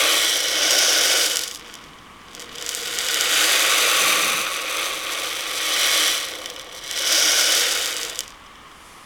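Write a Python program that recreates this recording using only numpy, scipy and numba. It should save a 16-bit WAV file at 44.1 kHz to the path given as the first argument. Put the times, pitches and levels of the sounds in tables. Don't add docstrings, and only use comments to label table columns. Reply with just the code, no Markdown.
import sys
import numpy as np
from scipy import signal
from scipy.fft import rfft, irfft
from scipy.io import wavfile
from scipy.ndimage import uniform_filter1d
from numba import njit

SR = 44100
rng = np.random.default_rng(int(sys.argv[2]) if len(sys.argv) > 2 else 0)


def transcribe(u):
    v = np.clip(np.atleast_2d(u).T, -1, 1)
    q = np.round(v * 32767).astype(np.int16)
    wavfile.write(sys.argv[1], SR, q)


N = 399105
TIME = np.arange(N) / SR
RING_SAMPLES = 4096
GRID_HZ = np.maximum(np.arange(RING_SAMPLES // 2 + 1) * SR / RING_SAMPLES, 1)
FULL_ROLL_DB, FULL_CLACK_DB = -21, -21.5

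# pitch_hz, level_db
ROLL_SPECTRUM = [(500, -30), (800, -5), (950, -11.5), (1100, -2), (2000, 2), (3000, 2.5), (4000, -5),
                 (5000, -4.5), (7000, -15.5), (16000, -34)]
# pitch_hz, level_db
SNAP_SPECTRUM = [(1500, -28), (3200, 2), (5000, -11), (7000, -2.5), (9000, -2.5), (11500, 0), (13500, -5.5),
                 (17500, -18.5)]


def swirl():
    # start_s, rise_s, hold_s, fall_s, roll_db, clack_db, drum_db, lag_s
    swishes = [(-0.42, 0.36, 0.14, 0.8, -19.6, -20.5, -28, 0.15),
               (-0.04, 0.68, 0.51, 0.47, -22, -21, -29.5, 0.087),
               (1.315, 0.33, 0.066, .4, -44, -51, -50.5, .003),
               (2.065, 0.35, 0.017, .1, -43.5, -46, -44, .003),
               (2.17, 0.42, 0.47, .26, -38, -33.2, -43, 0.13),
               (2.253, 1.157, 0.69, 1, -20, -21.5, -31.5, 0.0028),
               (4.096, 0.69, 0.055, .67, -26.5, -29.5, -35, 0.013),
               (4.833, 0.27, 0.24, .76, -29, -31, -38.5, 0.016),
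               (4.917, 0.9, 0.24, 0.4, -21.5, -21, -33.5, .012),
               (6.092, 0.2, 0.081, 0.83, -36, -39, -38.5, .003),
               (6.559, 0.58, 0.42, 0.88, -22.4, -20.5, -32.5, 0.0026),
               (6.667, 0.068, 0.019, .08, -46, -40.5, -44, .003),
               (7.7, 0.32, 0.11, .17, -45, -49, -41, .003)]
    roll_power = clack_power = drum_power = 1e-9
    for start_s, rise_s, hold_s, fall_s, roll_db, clack_db, drum_db, lag_s in swishes:
        age_s = TIME - start_s
        building = np.clip(age_s / rise_s, 0, 1) ** 2.54
        running_out = np.clip((rise_s + hold_s + fall_s - age_s) / fall_s, 0, 1) ** 1.72
        flow = building * running_out
        piling = np.interp(TIME - lag_s, TIME, flow)
        roll_power += (from_db(roll_db) * flow) ** 2
        clack_power += (from_db(clack_db) * piling ** 1.16) ** 2
        drum_power += (from_db(drum_db) * flow) ** 2
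    return 10 * np.log10([roll_power, clack_power, drum_power])


def rolling(level_db):
    flow = from_db(level_db - FULL_ROLL_DB)
    bumps = from_db(level_db) * contacts(per_s=200 + 12000 * flow, spread_db=3.5, even_s=0.11)
    return colour(scatter(bumps, fade_s=0.017, level_db=-5.5), ROLL_SPECTRUM)


def clacking(level_db):
    flow = from_db(level_db - FULL_CLACK_DB)
    tumble = avalanches(rate_hz=70, depth_db=2.4 - 1.3 * np.minimum(flow, 1))
    clacks = from_db(level_db) * tumble * contacts(per_s=50 + 5000 * flow, spread_db=3.5, even_s=0.13)
    clacks = scatter(clacks, fade_s=0.011, level_db=-9)
    snap_gain = from_db(level_db - 9) * flow ** 0.067
    snaps = snap_gain * contacts(per_s=25 + 190 * flow, spread_db=2.5, even_s=0.2)
    snaps = scatter(snaps, fade_s=0.008, level_db=-5)
    # pitch_hz, level_db
    clack_spectrum = [(600, -32.5), (2000, -5.5), (3200, -3.5), (4600, 1.5), (6000, -1), (7000, -2.5),
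                      (8500, -1), (11000, -4.5), (13000, -8), (15000, -12.5), (17500, -18)]
    return colour(clacks, clack_spectrum) + colour(snaps, SNAP_SPECTRUM)


def avalanches(rate_hz, depth_db):
    points = rng.standard_normal(2000)
    gain = from_db(depth_db * np.interp(TIME * rate_hz, np.arange(len(points)), points))
    return gain / np.sqrt(np.mean(gain ** 2))


def bowl(force, place):
    # pitch_hz, width_hz, bottom_db, far_wall_db, side_wall_db, near_wall_db
    resonances = np.array([(1131, 118, 4, -3.5, 11, 2.5), (1276, 170, 0, 4, 7, 0.5),
                           (1472, 172, 10, 7.5, 2.5, 4), (1700, 260, 0.5, 0.5, -4, 1.5),
                           (1925, 135, 0.5, 4.5, 0, 6.5), (2215, 145, 8.5, 5, 3, 11),
                           (2470, 330, -0.5, 0, 4.5, -4), (2984, 133, 8.5, 8, -3.5, 11),
                           (3200, 185, 6.5, 5.5, -1, 12), (3447, 213, 8, 7, 3.5, 12),
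                           (3746, 280, 7.5, 8.5, 5.5, 4.5), (4010, 300, 0.5, 0.5, 0, 9.5),
                           (4990, 920, 8, 5, -2.5, 4), (5320, 390, -3, -8.5, -0.5, -4),
                           (5600, 820, 9, 4, -5.5, 7), (6015, 690, 3.5, -1, 9, 5),
                           (6520, 770, 8, 5, -1, -1.5), (7540, 1660, 1, 4.5, -0.5, 3.5)])
    pitch_hz, width_hz, boosts_db = resonances[:, :1], resonances[:, 1:2], resonances[:, 2:].T
    peaks = 2 ** -((2 * (GRID_HZ - pitch_hz) / width_hz) ** 2)
    roll_power = from_db(shape_db(ROLL_SPECTRUM)) ** 2
    out = 0
    for k, boost_db in enumerate(boosts_db):
        distance = np.abs((place - k + 2) % 4 - 2)
        ring = click_response(boost_db @ peaks)
        ring /= np.sqrt(np.average(np.abs(rfft(ring)) ** 2, weights=roll_power))
        out = out + through(force * np.maximum(1 - distance, 0), ring)
    return out


def wall_bending(roll_db, place):
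    # pitch_hz, level_db
    resting_tones = [(531, -3), (457, -3.5), (500, -2), (508, -4.5)]
    resting_hz, tone_db = (np.interp(place, np.arange(4), column, period=4)
                           for column in np.transpose(resting_tones))
    flow = from_db(roll_db - FULL_ROLL_DB)
    pitch_hz, width_hz = resting_hz + 36.7 * flow, 62 + 112 * flow
    return pitch_hz, width_hz, tone_db


def drumming(level_db, pitch_hz, width_hz, tone_db):
    # pitch_hz, level_db
    drum_spectrum = [(120, -42.5), (230, -27.5), (275, -9), (312, 3.5), (345, -2), (395, -1.5), (500, -2),
                     (700, 0.5), (830, -8), (950, -7), (1300, -30.5)]
    patter = colour(contacts(per_s=6000, spread_db=1.0, even_s=0.04), drum_spectrum)
    bumps = contacts(per_s=4600, spread_db=2.5, even_s=0.046)
    turn = 2 * np.pi * pitch_hz / SR
    keep = np.exp(-np.pi * np.abs(width_hz) / SR)
    tone = gliding_ring(bumps, turn, keep)
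    tone = gliding_ring(tone, turn, keep) * np.sqrt(2 * (1 - keep))
    return from_db(level_db) * (from_db(-4) * patter + from_db(tone_db) * tone)


def strikes():
    # start_s, tick_db, knock_db
    lone_hits = [(0.7085, -3, -13), (1.3583, -6, -23), (1.37, -3, -19.5), (1.3924, -9, -26),
                 (1.4364, -16, -27), (1.4778, -15, -29), (1.513, -19, -28), (1.5579, -21, -33.5),
                 (1.7404, -21, -38), (1.7534, -24, -38), (1.8407, -33, -41), (2.35, -20, -37),
                 (2.366, -32, -42), (2.396, -21, -36), (2.4024, -21, -39), (2.4204, -26, -32),
                 (2.5574, -24, -35), (2.5837, -24, -29), (2.625, -15, -28), (2.664, -11, -30),
                 (2.6917, -6, -26), (2.7492, -7, -32), (2.9876, -5.5, -28), (3.0864, -9, -20),
                 (3.144, -3, -26), (3.2101, -2, -20), (6.179, -14, -26), (6.459, -17, -24),
                 (6.5011, -18, -27), (6.563, -35, -30), (6.5964, -32, -27), (6.9122, -10, -25),
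                 (6.976, -13, -23), (7.8588, -7, -28.5), (7.9666, -10, -31), (8.032, -10, -26),
                 (8.0506, -12.5, -35), (8.099, -15, -35), (8.1585, -20, -34), (8.1911, -4.5, -25),
                 (8.2064, -9.5, -26), (8.2794, -23, -39), (8.305, -29, -48)]
    tick_hz, rise_s, decay_s = 6470, 0.00004, 0.00012
    ticks, cracks, knocks = np.zeros((3, N))
    t = np.arange(256) / SR
    envelope = np.exp(-t / decay_s) * (1 - np.exp(-t / rise_s))
    envelope /= envelope.max()
    for start_s, tick_db, knock_db in lone_hits:
        at = int(start_s * SR)
        pitch_hz = tick_hz * np.exp(0.06 * rng.standard_normal())
        ticks[at:at + len(t)] += from_db(tick_db) * np.sin(2 * np.pi * pitch_hz * t) * envelope
        cracks[at], knocks[at] = from_db(tick_db), from_db(knock_db)
    cracks = colour(scatter(cracks, fade_s=0.012, level_db=2), SNAP_SPECTRUM)
    ring = wall_ring(scatter(knocks, fade_s=0.014, level_db=-7))
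    hits = from_db(5) * ticks + from_db(-0.5) * cracks + from_db(3) * ring
    return signal.sosfilt(signal.butter(3, 2300, "high", fs=SR, output="sos"), hits)


def wall_ring(knocks):
    # pitch_hz, level_db, fade_s (time to fall by 60 dB)
    wall_tones = [(1950, -8, 0.033), (2300, -9, 0.04), (3090, -2.5, 0.026), (3335, -5, 0.026),
                  (3470, -7, 0.03), (5100, -3.5, 0.015), (5820, -5.5, 0.014)]
    t, ring = np.arange(RING_SAMPLES) / SR, 0
    for pitch_hz, level_db, fade_s in wall_tones:
        ring = ring + from_db(level_db - 60 * t / fade_s) * np.sin(2 * np.pi * pitch_hz * t)
    return through(knocks, ring)


def stray_beads(per_s, level_db):
    nudges = (rng.random(N) < per_s / SR) * rng.uniform(-0.48, 1, N)
    return from_db(level_db) * wall_ring(nudges)


def sliding():
    # time_s, level_db
    hiss_levels = [(8.55, -85), (8.7, -61), (8.87, -52), (9.05, -55)]
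    # pitch_hz, level_db
    hiss_spectrum = [(1500, -20), (3500, -7), (5000, 4), (7500, 1), (10500, 3), (13000, -7), (17000, -19)]
    return from_db(over_time(hiss_levels)) * colour(rng.standard_normal(N), hiss_spectrum)


def hands(holding_db, fade_s):
    # start_s, length_s, level_db
    grips = [(1.494, 1.17, -51.5), (2.7, 0.77, -56), (3.964, 0.55, -43.5), (7.382, 0.23, -56)]
    # pitch_hz, level_db
    rumble_spectrum = [(80, -18), (155, 2), (230, 3.5), (320, 3), (500, -10), (900, -58)]
    gain = from_db(holding_db)
    for start_s, length_s, level_db in grips:
        inside_s = np.minimum(TIME - start_s, start_s + length_s - TIME)
        gain = np.maximum(gain, from_db(level_db) * np.clip(inside_s / fade_s, 0, 1))
    return gain * colour(rng.standard_normal(N), rumble_spectrum)


def room_echo(sound, fade_s, level_db):
    t = np.arange(int(fade_s * SR) + 2) / SR
    echoes = rng.standard_normal(len(t)) * from_db(-60 * t / fade_s) * (t > 0.0004)
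    echoes *= from_db(level_db) / np.linalg.norm(echoes)
    echoes[0] = 1
    return through(sound, echoes)


def room_hum(level_db):
    # pitch_hz, level_db
    room_spectrum = [(20, -0.5), (38, 4), (60, 0.5), (120, -3), (250, -4), (480, -4), (700, -5), (950, -1),
                     (1110, 7), (1450, -4), (2300, -3), (2600, -8), (3050, -3.5), (4000, -13.5),
                     (9000, -20), (17000, -33)]
    return from_db(level_db) * colour(rng.standard_normal(N), room_spectrum)


def contacts(per_s, spread_db, even_s):
    sizes = from_db(spread_db * np.minimum(rng.exponential(1, N), 4.5)) * rng.choice([-1, 1], N)
    clicks = sizes * (rng.random(N) < per_s / SR)
    window = int(even_s * SR) + 1
    power = uniform_filter1d(uniform_filter1d(clicks ** 2, window), window)
    return clicks / np.sqrt(np.maximum(power, 1e-4))


def scatter(clicks, fade_s, level_db):
    keep = from_db(-120 / (fade_s * SR))
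    power = signal.lfilter([1 - keep], [1, -keep], clicks ** 2 + 1e-18)
    return clicks + from_db(level_db) * np.sqrt(power) * rng.standard_normal(N)


@njit
def gliding_ring(force, turn, keep):
    out, state = np.zeros(len(force)), 0j
    for i in range(len(force)):
        push = force[i] * np.sqrt(2 * (1 - keep[i] ** 2))
        state = state * keep[i] * np.exp(1j * turn[i]) + push
        out[i] = state.real
    return out


def from_db(db):
    return 10 ** (np.asarray(db) / 20)


def over_time(points):
    time_s, values = np.transpose(points)
    return np.interp(TIME, time_s, values)


def shape_db(spectrum):
    pitch_hz, level_db = np.transpose(spectrum)
    return np.interp(np.log(GRID_HZ), np.log(pitch_hz), level_db)


def click_response(curve_db):
    cepstrum = irfft(np.log(from_db(curve_db)))
    cepstrum[1:RING_SAMPLES // 2] *= 2
    cepstrum[RING_SAMPLES // 2 + 1:] = 0
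    ring = irfft(np.exp(rfft(cepstrum)))
    return ring / np.linalg.norm(ring)


def through(sound, ring):
    return signal.oaconvolve(sound, ring)[:N]


def colour(sound, spectrum):
    return through(sound, click_response(shape_db(spectrum)))


def scene():
    # time_s, place (0 bottom, 1 far wall, 2 side wall, 3 near wall, 4 bottom...)
    route = [(0, 2.45), (.22, 2.76), (.6, 3.68), (1.25, 4.56), (1.6, 4.65), (3.0, 4.96), (3.5, 5.3),
             (4.0, 5.83), (5.3, 6.37), (5.8, 6.68), (6.6, 6.7), (6.9, 7.1), (7.15, 7.8), (7.65, 8.67),
             (8.1, 9), (9.05, 7)]
    place = over_time(route)
    roll_db, clack_db, drum_db = swirl()
    beads = drumming(drum_db, *wall_bending(roll_db, place))
    beads += bowl(rolling(roll_db) + clacking(clack_db), place)
    beads += strikes() + stray_beads(per_s=20, level_db=-39.5) + sliding()
    beads = room_echo(beads, fade_s=0.2, level_db=-19)
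    background = room_hum(level_db=-44) + hands(holding_db=-61.5, fade_s=0.087)
    return (beads + background)[None]


def record(dry):
    treble_cut = signal.ellip(10, 0.2, 70, 17600, fs=SR, output="sos")
    return signal.sosfilt(treble_cut, np.tanh(dry))


dry = scene()
out = record(dry)
transcribe(out)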